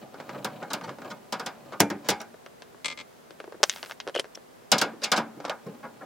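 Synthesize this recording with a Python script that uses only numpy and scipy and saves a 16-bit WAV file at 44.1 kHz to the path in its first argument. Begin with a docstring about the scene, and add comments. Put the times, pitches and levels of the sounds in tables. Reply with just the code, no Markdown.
"""Screwdriver in a steel computer case

In a small room, a screwdriver works at a screw in the drive cage of an open case. The tip clicks,
scrapes and slips; blows ring the sheet steel. A hand leans on the desk, which creaks by stick-slip.
The camera is moved: its plastic housing snaps and squeaks right at the microphones.
Then the tool knocks on the case again."""
import sys
import numpy as np
from scipy import signal
from scipy.fft import rfft, irfft, next_fast_len
from scipy.io import wavfile

SR = 44100
rng = np.random.default_rng(int(sys.argv[2]) if len(sys.argv) > 2 else 0)


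def to_wav(sig):
    """Store sig (one row per channel, or 1-D mono) as 16-bit WAV at the path in sys.argv[1].

    Samples outside -1..1 are clipped; the rate is SR.
    """
    pcm = np.clip(np.atleast_2d(sig), -1, 1) * 32767
    pcm = np.round(pcm).astype(np.int16)
    wavfile.write(sys.argv[1], SR, pcm.T)  # frames by channels


N = 266805

# crossovers between four registers: bass, body, treble, top (frequency [Hz])
REGISTER_EDGES_HZ = (500, 2200, 8000)
# side channel of the microphone pair (frequency [Hz], gain [dB])
SIDE_EQ = [(30, -14), (100, -25), (500, -21), (1500, -17.5), (5000, -11.5), (8000, -7.5), (12000, -1.5)]
# room tone, and extra colour of its side channel (frequency [Hz], gain [dB])
ROOM_EQ = [(12, -37), (20, -28), (70, -20.5), (177, -9), (204, -12), (248, -6.5), (285, -14), (388, -8),
           (527, -11), (574, -11), (1220, -18), (1960, -21), (2390, -24), (5380, -28.5), (16000, -35.5)]
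ROOM_SIDE_EQ = [(30, 2.4), (120, 6.7), (700, 10.5), (3000, 4.0), (10000, 6.3)]

# desk creaks (time [s], length [s], level [dB], fade [dB/s]; negative swells)
DESK_CREAKS = [(2.845, .02, -37.5, -200), (2.881, .048, -39, 150), (2.974, .045, -45.5, 80)]
# desk board (frequency [Hz], gain [dB])
DESK_EQ = [(60, -21), (250, -2), (800, -8), (1250, -1), (1900, -12), (2150, 7.5), (2650, -3.5), (3260, 0),
           (5000, -5), (8200, -12), (9500, -19.5), (16000, -50)]
# desk resonances (frequency [Hz], level [dB], t60 [s])
DESK_MODES = [(1205, -18.5, 0.16), (2096, -8.5, 0.11), (3150, -20, 0.03), (8000, -9, 0.037)]
# desk slip, row per register (level [dB], slope on extra strength [dB/dB])
CREAK_LAW = [(-54, 0.5), (-40.5, 1), (-36.5, 1.4), (-56.5, 3)]

# finger sliding on the housing (time [s], level [dB])
SLIDE_ENVELOPE = [(3.645, -51), (3.69, -50.5), (3.76, -49), (3.83, -56.5), (3.9, -51.5), (3.95, -64)]
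# housing squeaks (time [s], length [s], frequency [Hz], level [dB])
HOUSING_SQUEAKS = [(4.139, 0.024, 3100, -35.5), (4.157, 0.014, 2840, -32.5), (4.169, 0.0207, 3030, -35.5),
                   (4.189, 0.018, 3050, -27), (4.347, 0.015, 5640, -36.5)]
# housing snaps (time [s], level [dB], hardness [dB], thump [dB], crackle length [s])
HOUSING_SNAPS = [(2.3426, -48.5, -15, 4, 0), (2.4626, -44.5, -1.5, -4, 0), (2.6213, -46.5, 1.5, -1, 0),
                 (2.7462, -49, -23, 0, 0), (3.3071, -48, -1, 5, 0), (3.402, -38.5, -4.5, 0.5, 0),
                 (3.4418, -42.5, -13, 2, 0), (3.477, -48.5, -23, 9, 0), (3.523, -41.5, -14, 1, 0),
                 (3.544, -49, -20, 8, 0), (3.6042, -53, -18, 12, .015), (3.6317, -19, 2.5, -2.5, 0),
                 (3.6364, -19.5, 4.5, -10, 0), (3.6393, -19.5, 4.5, -33, 0), (3.6966, -37, 16.5, -19, .05),
                 (3.7613, -41.5, 2, -30, .035), (3.8292, -39, 5.5, -5.5, .04), (3.8975, -40.5, -7, -22, 0),
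                 (3.9111, -35, -1.5, -39, .015), (4.002, -38, 5, -41, 0), (4.0689, -41, -22, 8, 0),
                 (4.076, -35, -3.5, 3.5, .028), (4.1512, -34.5, -1, 6.5, 0), (4.161, -31, -1.5, 1, 0),
                 (4.1891, -36, -6, 3.5, 0), (4.1964, -32.5, 4.5, 6.5, 0), (4.244, -43.5, -6.5, 1, .02),
                 (4.3747, -46, -11, 6, 0)]
# housing snap, finger slide, squeak rasp (frequency [Hz], gain [dB])
HOUSING_EQ = [(40, -29), (230, -40), (330, -9.5), (560, 5), (900, 4.5), (1600, 4), (2300, -7), (3100, -6),
              (4200, -7.5), (5700, -4.5), (7500, -12), (11000, -12), (16000, -78)]
SLIDE_EQ = [(200, -8), (1500, 0.5), (4000, -4.5), (8000, -4), (12000, -6.5), (16000, -5.5)]
RASP_EQ = [(400, -13), (3300, 24), (4500, -6), (8000, -3), (11000, -26), (16000, -42)]
# housing resonances (frequency [Hz], level [dB], t60 [s])
HOUSING_MODES = [(635, -2, 0.057), (1730, -15, 0.006), (2130, 0, 0.053)]
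# snap, row per register (offset [dB], hardness slope [dB/dB], thump slope [dB/dB])
SNAP_LAW = [(-1.5, 0, 1), (0, 0, 0), (0.5, 1, 0), (-16.5, 1.62, 1)]

# chassis resonances (frequency [Hz], level struck on frame [dB], level struck on cage [dB], t60 [s])
CHASSIS_MODES = [(138, -22, -6, .22), (180, -6, -18, .22), (203, -12, 5, .17), (225, -3, -16, .65),
                 (289, -9, 1, .5), (355, -10, -16, .3), (418, -14, -2, .17), (538, -6, -1, .16),
                 (682, -20, -8, .22), (754, 1, -14, .3), (820, -3, -2, .26), (904, -14, 0, .22),
                 (971, 1, -20, .22), (1232, 0, -9, .21), (1432, 1, -11, .19), (1530, -3, -10, .2),
                 (1608, -4, -20, .22), (1657, -3, -15, .22), (2165, -4, -6, .17), (2363, -15, -7, .24),
                 (3465, -10, -20, .17), (4630, -9, -22, .13), (4817, -7, -20, .12), (5020, -5, -18, .12),
                 (5297, -4, -15, .1), (5780, -14, -6, .08), (6962, -12, -28, .13)]
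# dense panel modes (frequency [Hz], base t60 [s])
PANEL_DECAY = [(120, 0.27), (320, 0.25), (840, 0.18), (1600, 0.18), (2600, 0.1), (5800, 0.048),
               (10000, 0.069), (16000, 0.039)]
# front frame, drive cage, contact tick, rubbed case, rubbed shaft (frequency [Hz], gain [dB])
FRAME_EQ = [(40, -72), (100, -10), (180, 2), (400, -1), (590, 0.5), (640, -3), (760, -2), (1050, -1.5),
            (1500, -2.5), (1900, -10), (2800, -7), (5000, -5.5), (7200, -11.5), (9500, -14), (16000, -14.5)]
CAGE_EQ = [(40, -41), (90, 2), (135, -11), (210, 6), (255, -20), (310, 4.5), (520, -2), (900, -5),
           (1100, -11), (1600, -7.5), (3000, -9.5), (5800, -8.5), (8500, -32.5), (16000, -47)]
TICK_EQ = [(100, -35), (500, 24), (1500, 9), (3500, 7), (6500, -3), (8500, -10), (16000, -2.5)]
MURMUR_EQ = [(100, 15.5), (250, 2.0), (700, 9.0), (1500, -8.5), (3000, -2.5), (6000, -20), (15000, -17)]
SHAFT_EQ = [(500, 5), (3000, -23.0), (7000, 0), (11000, -13), (16000, 2.5)]
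# fingers and tool rubbing the cage, two spells (time [s], relative level [dB])
RUB_ENVELOPES = [
    [(0.0, -40), (0.05, -57.5), (0.37, -40.5), (0.58, -44.5), (0.95, -47.5), (1.09, -39.5), (1.18, -51),
     (1.81, -47), (1.93, -71), (2.06, -45.5), (2.3, -99)],
    [(5.25, -70), (5.348, -55), (5.48, -54), (5.618, -49.5), (5.76, -47), (6.05, -60)],
]
# tip dragged over steel, and one slow finger rub at 2.035 s (time [s], length [s], relative level [dB],
# hardness [dB])
STEEL_SCRAPES = [(0.336, 0.03, -43.5, -21), (0.614, 0.019, -39.5, -28.5), (0.7, 0.018, -36.5, -5.5),
                 (0.834, 0.0158, -40, -7.5), (0.869, 0.017, -44, -12), (1.043, 0.014, -42.5, -12),
                 (1.097, 0.027, -42.5, -5), (1.718, 0.026, -41.5, -11), (1.7965, 0.0089, -40, 1.5),
                 (2.035, 0.077, -55.5, -3), (2.199, 0.008, -41.5, -3.5), (5.013, 0.029, -42, -3.5),
                 (5.031, 0.02, -40, 7), (5.16, 0.01, -43.5, 6), (5.437, 0.023, -40.5, -13),
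                 (5.825, 0.037, -42.5, -18), (6.003, 0.024, -45.5, -22)]
# scrape, row per register (offset [dB], hardness slope [dB/dB])
SCRAPE_LAW = [(-9.5, -0.01), (-0.5, 0), (2, 1.5), (-20.5, 1.2)]
# hand bumping the case (time [s], relative level [dB])
HAND_BUMPS = [(0.859, -43.5), (4.926, -47), (5.361, -46), (5.659, -37.5), (5.689, -56), (5.735, -49)]
# bump, per register (offset [dB])
BUMP_OFFSETS_DB = (0, -13, -25, -29)
# tip clicking in the screw head (time [s], level [dB])
TIP_CLICKS = [(0.1428, -45), (0.2007, -40.5), (0.2934, -39), (0.628, -40.5), (0.812, -42), (0.8929, -38.5),
              (0.9857, -46), (1.0184, -44), (1.723, -43.5), (5.4022, -42.5), (5.4509, -33.5), (5.48, -40.5),
              (5.4966, -30)]
# tip click, row per register (level [dB], slope on extra strength [dB/dB])
TIP_LAW = [(-48, 0.12), (-39.5, 1), (-52, 1.52), (-84, -1)]
# blows on the chassis (time [s], level [dB], hardness [dB], place [0 front frame to 1 drive cage])
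CHASSIS_KNOCKS = [(0.4454, -31.5, -1.5, 0.36), (0.7327, -33.5, 3, 0.4), (1.324, -31, -2.5, 0.087),
                  (1.396, -35.5, -5, 0.045), (1.4614, -37, 1, 0.15), (1.8034, -18.5, -2, 1),
                  (1.9011, -34, -7, 0.52), (2.0873, -24.5, -1, 0.67), (2.0918, -34.5, 4, 0.73),
                  (2.102, -39, 10.5, 0.37), (2.215, -51, 2, 0.92), (4.7168, -22.5, 5, 0.027),
                  (4.782, -41.5, 14.5, 0.025), (4.8137, -24, 0, 0.084), (5.039, -43, 13, .02),
                  (5.1171, -24, 2, .02), (5.1753, -25.5, -6.5, 0.097)]
# knock, row per register (offset [dB], hardness slope [dB/dB], gain on cage [dB])
KNOCK_LAW = [(-10.5, -0.46, 8), (-0.5, 0, 1), (0.5, 1, -2), (-13.5, 1.08, 16.5)]


def amp(db):
    """Decibels to gain."""
    return np.exp(np.maximum(db, -300) * (np.log(10) / 20))


def unit(x):
    """Scale to rms 1."""
    return x / np.sqrt(np.mean(x ** 2) + 1e-20)


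def lookup(points, hz):
    """Interpolate on a log-frequency axis."""
    points_hz, values = np.transpose(points)
    return np.interp(np.log(hz + 1), np.log(points_hz + 1), values)


def add(mix, start_s, sound):
    """Mix in a two-channel sound."""
    part = mix[:, max(round(start_s * SR), 0):][:, :sound.shape[1]]
    part += sound[:, :part.shape[1]]


def colour(x, eq):
    """Minimum-phase filter."""
    size = next_fast_len(x.shape[-1] + 4096)
    log_gain = np.log(amp(lookup(eq, abs(np.fft.fftfreq(size, 1 / SR)))))
    response = np.exp(np.conj(signal.hilbert(log_gain)))[:size // 2 + 1]
    return irfft(rfft(x, size) * response, size)[..., :x.shape[-1]]


def noise(size, eq):
    """Coloured mid/side noise at rms 1."""
    return unit(colour(rng.standard_normal((2, size)), eq))


def split(x, edges_hz, order=4):
    """Adjoining bands that sum to the whole."""
    size = next_fast_len(x.shape[-1] + 1024)
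    hz = np.fft.rfftfreq(size, 1 / SR)
    lowpasses = [1 / (1 + (hz / edge_hz) ** (2 * order)) for edge_hz in edges_hz]
    bandpasses = np.diff(lowpasses, axis=0, prepend=0, append=1)
    return irfft(bandpasses[:, None] * rfft(x, size), size)[..., :x.shape[-1]]


def ring(modes, t):
    """Decaying mid/side sines at random phases."""
    phases = rng.random((len(modes), 2, 1))
    return sum(amp(db - 60 * t / t60_s) * np.sin(2 * np.pi * (hz * t + phase))
               for (hz, db, t60_s), phase in zip(modes, phases))


def registers(law, *controls):
    """Four register levels in dB, linear in the controls."""
    return np.array(law) @ [1, *controls]


def voiced(sound, levels_db, span_s):
    """Set each register's rms over the onset."""
    bands = split(sound, REGISTER_EDGES_HZ)
    onset = np.exp(-(np.arange(sound.shape[1]) / (span_s * SR)) ** 2)
    rms = np.sqrt(bands[:, 0] ** 2 @ onset / (span_s * SR))
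    return np.tensordot(amp(levels_db) / rms, bands, 1)


def micro_slips(size, rate_hz, spread_db):
    """Random train of tiny friction impulses."""
    fires = rng.random(size) < rate_hz / SR
    heights = amp(spread_db * np.minimum(rng.exponential(1, size), 3))
    return fires * heights * rng.choice([-1, 1], size)


def stick_slip(length_s, gap_s, jitter, scatter_db, count=8):
    """Unevenly spaced slips, the first at zero (delay [s], offset [dB])."""
    gap_draws, level_draws = rng.standard_normal((2, count))
    gaps_s = gap_s * np.exp(jitter * gap_draws)
    delays_s = np.cumsum(gaps_s) - gaps_s[0]
    return [(s, db) for s, db in zip(delays_s, scatter_db * level_draws) if s <= length_s]


def microphones(mid_side, side_db, balance_db, low_cut_hz=100, order=2):
    """Two close ports with a low cut: alike in the bass, parting in the treble."""
    low_cut = signal.butter(order, low_cut_hz, "highpass", fs=SR, output="sos")
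    mid, side = signal.sosfilt(low_cut, mid_side)
    side = amp(side_db) * colour(side, SIDE_EQ)
    return np.array([(mid + side) * amp(balance_db / 2), (mid - side) * amp(-balance_db / 2)])


def room_tone(level_db=-55.5, side_db=-7):
    """Steady room air and microphone hiss, left and right."""
    mid, side = amp(level_db) * noise(N, ROOM_EQ)
    side = amp(side_db) * colour(side, ROOM_SIDE_EQ)
    return np.array([mid + side, mid - side])


def desk_creaks(t60_s=0.05, rise_s=0.0011, modes_db=-3, usual_db=-40):
    """The desk gives in runs of slips, each ringing the same board."""
    out, t = np.zeros((2, N)), np.arange(SR // 6) / SR
    board = noise(len(t), DESK_EQ) * amp(-60 * t / t60_s) + amp(modes_db) * ring(DESK_MODES, t)
    board *= 1 - np.exp(-t / rise_s)
    for start_s, length_s, db, fade_db_per_s in DESK_CREAKS:
        for delay_s, offset_db in stick_slip(length_s, gap_s=0.0127, jitter=0.16, scatter_db=1.5):
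            extra_db = db + offset_db - fade_db_per_s * delay_s - usual_db
            add(out, start_s + delay_s, voiced(board, registers(CREAK_LAW, extra_db), span_s=0.0058))
    return out


def finger_slide():
    """Skin brushing plastic: a fine hiss."""
    times_s, db = np.transpose(SLIDE_ENVELOPE)
    return noise(N, SLIDE_EQ) * np.interp(np.arange(N) / SR, times_s, amp(db), left=0, right=0)


def housing_squeaks(width_hz=200, rasp_db=-9):
    """The grip slides briefly; friction drives one housing resonance."""
    out = np.zeros((2, N))
    for start_s, length_s, hz, db in HOUSING_SQUEAKS:
        friction = rng.standard_normal((2, int(length_s * SR)))
        tone = unit(signal.lfilter(*signal.iirpeak(hz, hz / width_hz, fs=SR), friction))
        rasp = amp(rasp_db) * unit(colour(friction, RASP_EQ))
        add(out, start_s, amp(db) * np.hanning(friction.shape[1]) * (tone + rasp))
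    return out


def plastic_snap(levels_db, t60_s=0.0014, tail_t60_s=0.052, tail_db=-18, modes_db=-27, firm_db=-29):
    """One snap carried through the housing; harder is brighter and drier."""
    t = np.arange(SR // 10) / SR
    force_db = levels_db[2] - firm_db  # from the treble register
    ring_gain = amp(-0.66 * max(force_db, 0))
    decay = amp(-60 * t / t60_s) + ring_gain * amp(tail_db - 60 * t / tail_t60_s)
    cutoff_hz = np.clip(4200 * amp(0.51 * force_db), 2500, 15000)
    crack = colour(rng.standard_normal((2, len(t))) * decay, HOUSING_EQ)
    crack = signal.lfilter(*signal.butter(2, cutoff_hz, fs=SR), crack)
    modes = ring_gain * amp(modes_db) * ring(HOUSING_MODES, t)
    return voiced(crack / abs(crack[0]).max() + modes, levels_db, span_s=0.0031)


def housing_snaps(crackle_db=-4, fade_db_per_s=50, relief_db_per_db=0.92):
    """Gripped plastic snaps, at times settling in a crackle; a hard snap leaves less strain for it."""
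    out = np.zeros((2, N))
    for start_s, db, hard_db, thump_db, crackle_s in HOUSING_SNAPS:
        levels_db = db + registers(SNAP_LAW, hard_db, thump_db)
        add(out, start_s, plastic_snap(levels_db))
        for delay_s, offset_db in stick_slip(crackle_s, gap_s=0.01, jitter=0.058, scatter_db=2.5)[1:]:
            drop_db = crackle_db - relief_db_per_db * max(hard_db, 0) - fade_db_per_s * delay_s
            add(out, start_s + delay_s, plastic_snap(levels_db + offset_db + drop_db))
    return out


def chassis(ring_factor, build_s, place, modes_db=-14, late_db=-26, late_factor=3.87):
    """Struck sheet steel: bending waves bring the treble first, then the bass swells."""
    t = np.arange(SR // 2) / SR
    edges_hz = np.geomspace(150, 12000, 9)
    centres_hz = np.geomspace(115, 15500, 10)[:, None, None]
    rise_s = max(build_s, 0.0002) / (1 + (centres_hz / 3000) ** 4)
    swell = 1 - np.exp(-(t / rise_s) ** 2)
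    t60_s = lookup(PANEL_DECAY, centres_hz) * ring_factor
    shimmer_db = place * 1.5 * np.log2(centres_hz / 1800)  # the thin cage keeps a late treble ring
    decay = amp(-60 * t / t60_s) + amp(late_db + shimmer_db - 60 * t / (t60_s * late_factor))
    bands = split(noise(len(t), CAGE_EQ if place > 0.5 else FRAME_EQ), edges_hz)
    modes = [(hz, frame_db + place * (cage_db - frame_db), ring_s)
             for hz, frame_db, cage_db, ring_s in CHASSIS_MODES]
    return (bands * swell * decay).sum(0) + amp(modes_db) * ring(modes, t) * swell[0]


def rubbing(murmur_db=-3, hiss_db=-20):
    """Soft friction keeps the case murmuring; fingers hiss on the tool shaft."""
    t, force = np.arange(N) / SR, np.zeros(N)
    for envelope in RUB_ENVELOPES:
        times_s, db = np.transpose(envelope)
        force += np.interp(t, times_s, amp(db), left=0, right=0)
    grains = unit(micro_slips(N, rate_hz=500, spread_db=7.5)) * force
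    panels = colour(chassis(ring_factor=0.63, build_s=0.00086, place=0.2, modes_db=-17), MURMUR_EQ)
    murmur = signal.fftconvolve(grains[None], panels / np.linalg.norm(panels[0]))[:, :N]
    return amp(murmur_db) * murmur + amp(hiss_db) * force * noise(N, SHAFT_EQ)


def stroke(length_s):
    """A short run of slips excites the steel."""
    size = int(length_s * SR)
    friction = micro_slips(SR // 8, rate_hz=2000, spread_db=3.0) + 0.02 * rng.standard_normal(SR // 8)
    burst = friction[:size] * signal.windows.tukey(size, 0.5)
    return signal.fftconvolve(chassis(ring_factor=0.68, build_s=0.0011, place=0.4), burst[None])


def scrapes_and_bumps(gain_db=-1, span_s=0.018, bump_s=0.0154):
    """The tip drags over the steel, and a finger rubs it once; the hand brushes it with dull bumps."""
    out = np.zeros((2, N))
    for start_s, length_s, db, hard_db in STEEL_SCRAPES:
        add(out, start_s, voiced(stroke(length_s), db + registers(SCRAPE_LAW, hard_db), span_s))
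    for start_s, db in HAND_BUMPS:
        add(out, start_s, voiced(stroke(bump_s), db + np.array(BUMP_OFFSETS_DB), span_s))
    return amp(gain_db) * out


def contact_tick(size, t60_s=0.0047):
    """Dry tick of the contact, before the panels answer."""
    t = np.arange(size) / SR
    return colour(rng.standard_normal((2, size)) * amp(-60 * t / t60_s), TICK_EQ)


def tip_clicks(tick_db=5, usual_db=-40):
    """Light contacts in the screw head, more tick than ring; firmer ones gain treble."""
    out = np.zeros((2, N))
    for start_s, db in TIP_CLICKS:
        panels = chassis(ring_factor=0.83, build_s=0.00092, place=0.45)
        click = panels + amp(tick_db) * contact_tick(panels.shape[1])
        add(out, start_s, voiced(click, registers(TIP_LAW, db - usual_db), span_s=0.015))
    return out


def chassis_knocks(tick_db=-10.5):
    """Tool and drive strike the chassis; hard, glancing blows build more slowly and ring shorter."""
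    out = np.zeros((2, N))
    for start_s, db, hard_db, place in CHASSIS_KNOCKS:
        ring_factor = np.interp(place, [0, 1], [1.0, 0.65])  # the loaded cage is damped
        ring_factor *= amp(-0.1475 * hard_db)
        build_s = np.interp(place, [0, 1], [0.0042, 0.00068]) * amp(1.22 * hard_db)
        panels = chassis(ring_factor, build_s, place)
        knock = panels + amp(tick_db) * contact_tick(panels.shape[1])
        add(out, start_s, voiced(knock, db + registers(KNOCK_LAW, hard_db, place), span_s=0.0088))
    return amp(0) * out


def scene():
    """Case, desk and camera over the room tone."""
    room = room_tone()
    steel = chassis_knocks() + tip_clicks() + scrapes_and_bumps() + rubbing()
    case = microphones(steel, side_db=3.0, balance_db=0.03, low_cut_hz=118, order=4)
    desk = microphones(desk_creaks(), side_db=4.5, balance_db=1.8)
    plastic = finger_slide() + housing_snaps() + housing_squeaks()
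    camera = microphones(plastic, side_db=-1.5, balance_db=0.8)
    return room + desk + camera + case


def record(dry, cutoff_hz=16100):
    """Full-scale clipping, then a low-pass."""
    lowpass = signal.firwin(255, cutoff_hz, window=("kaiser", 9), fs=SR)
    return signal.oaconvolve(np.clip(dry, -1, 1), lowpass[None], "same")


dry = scene()
out = record(dry)
to_wav(out)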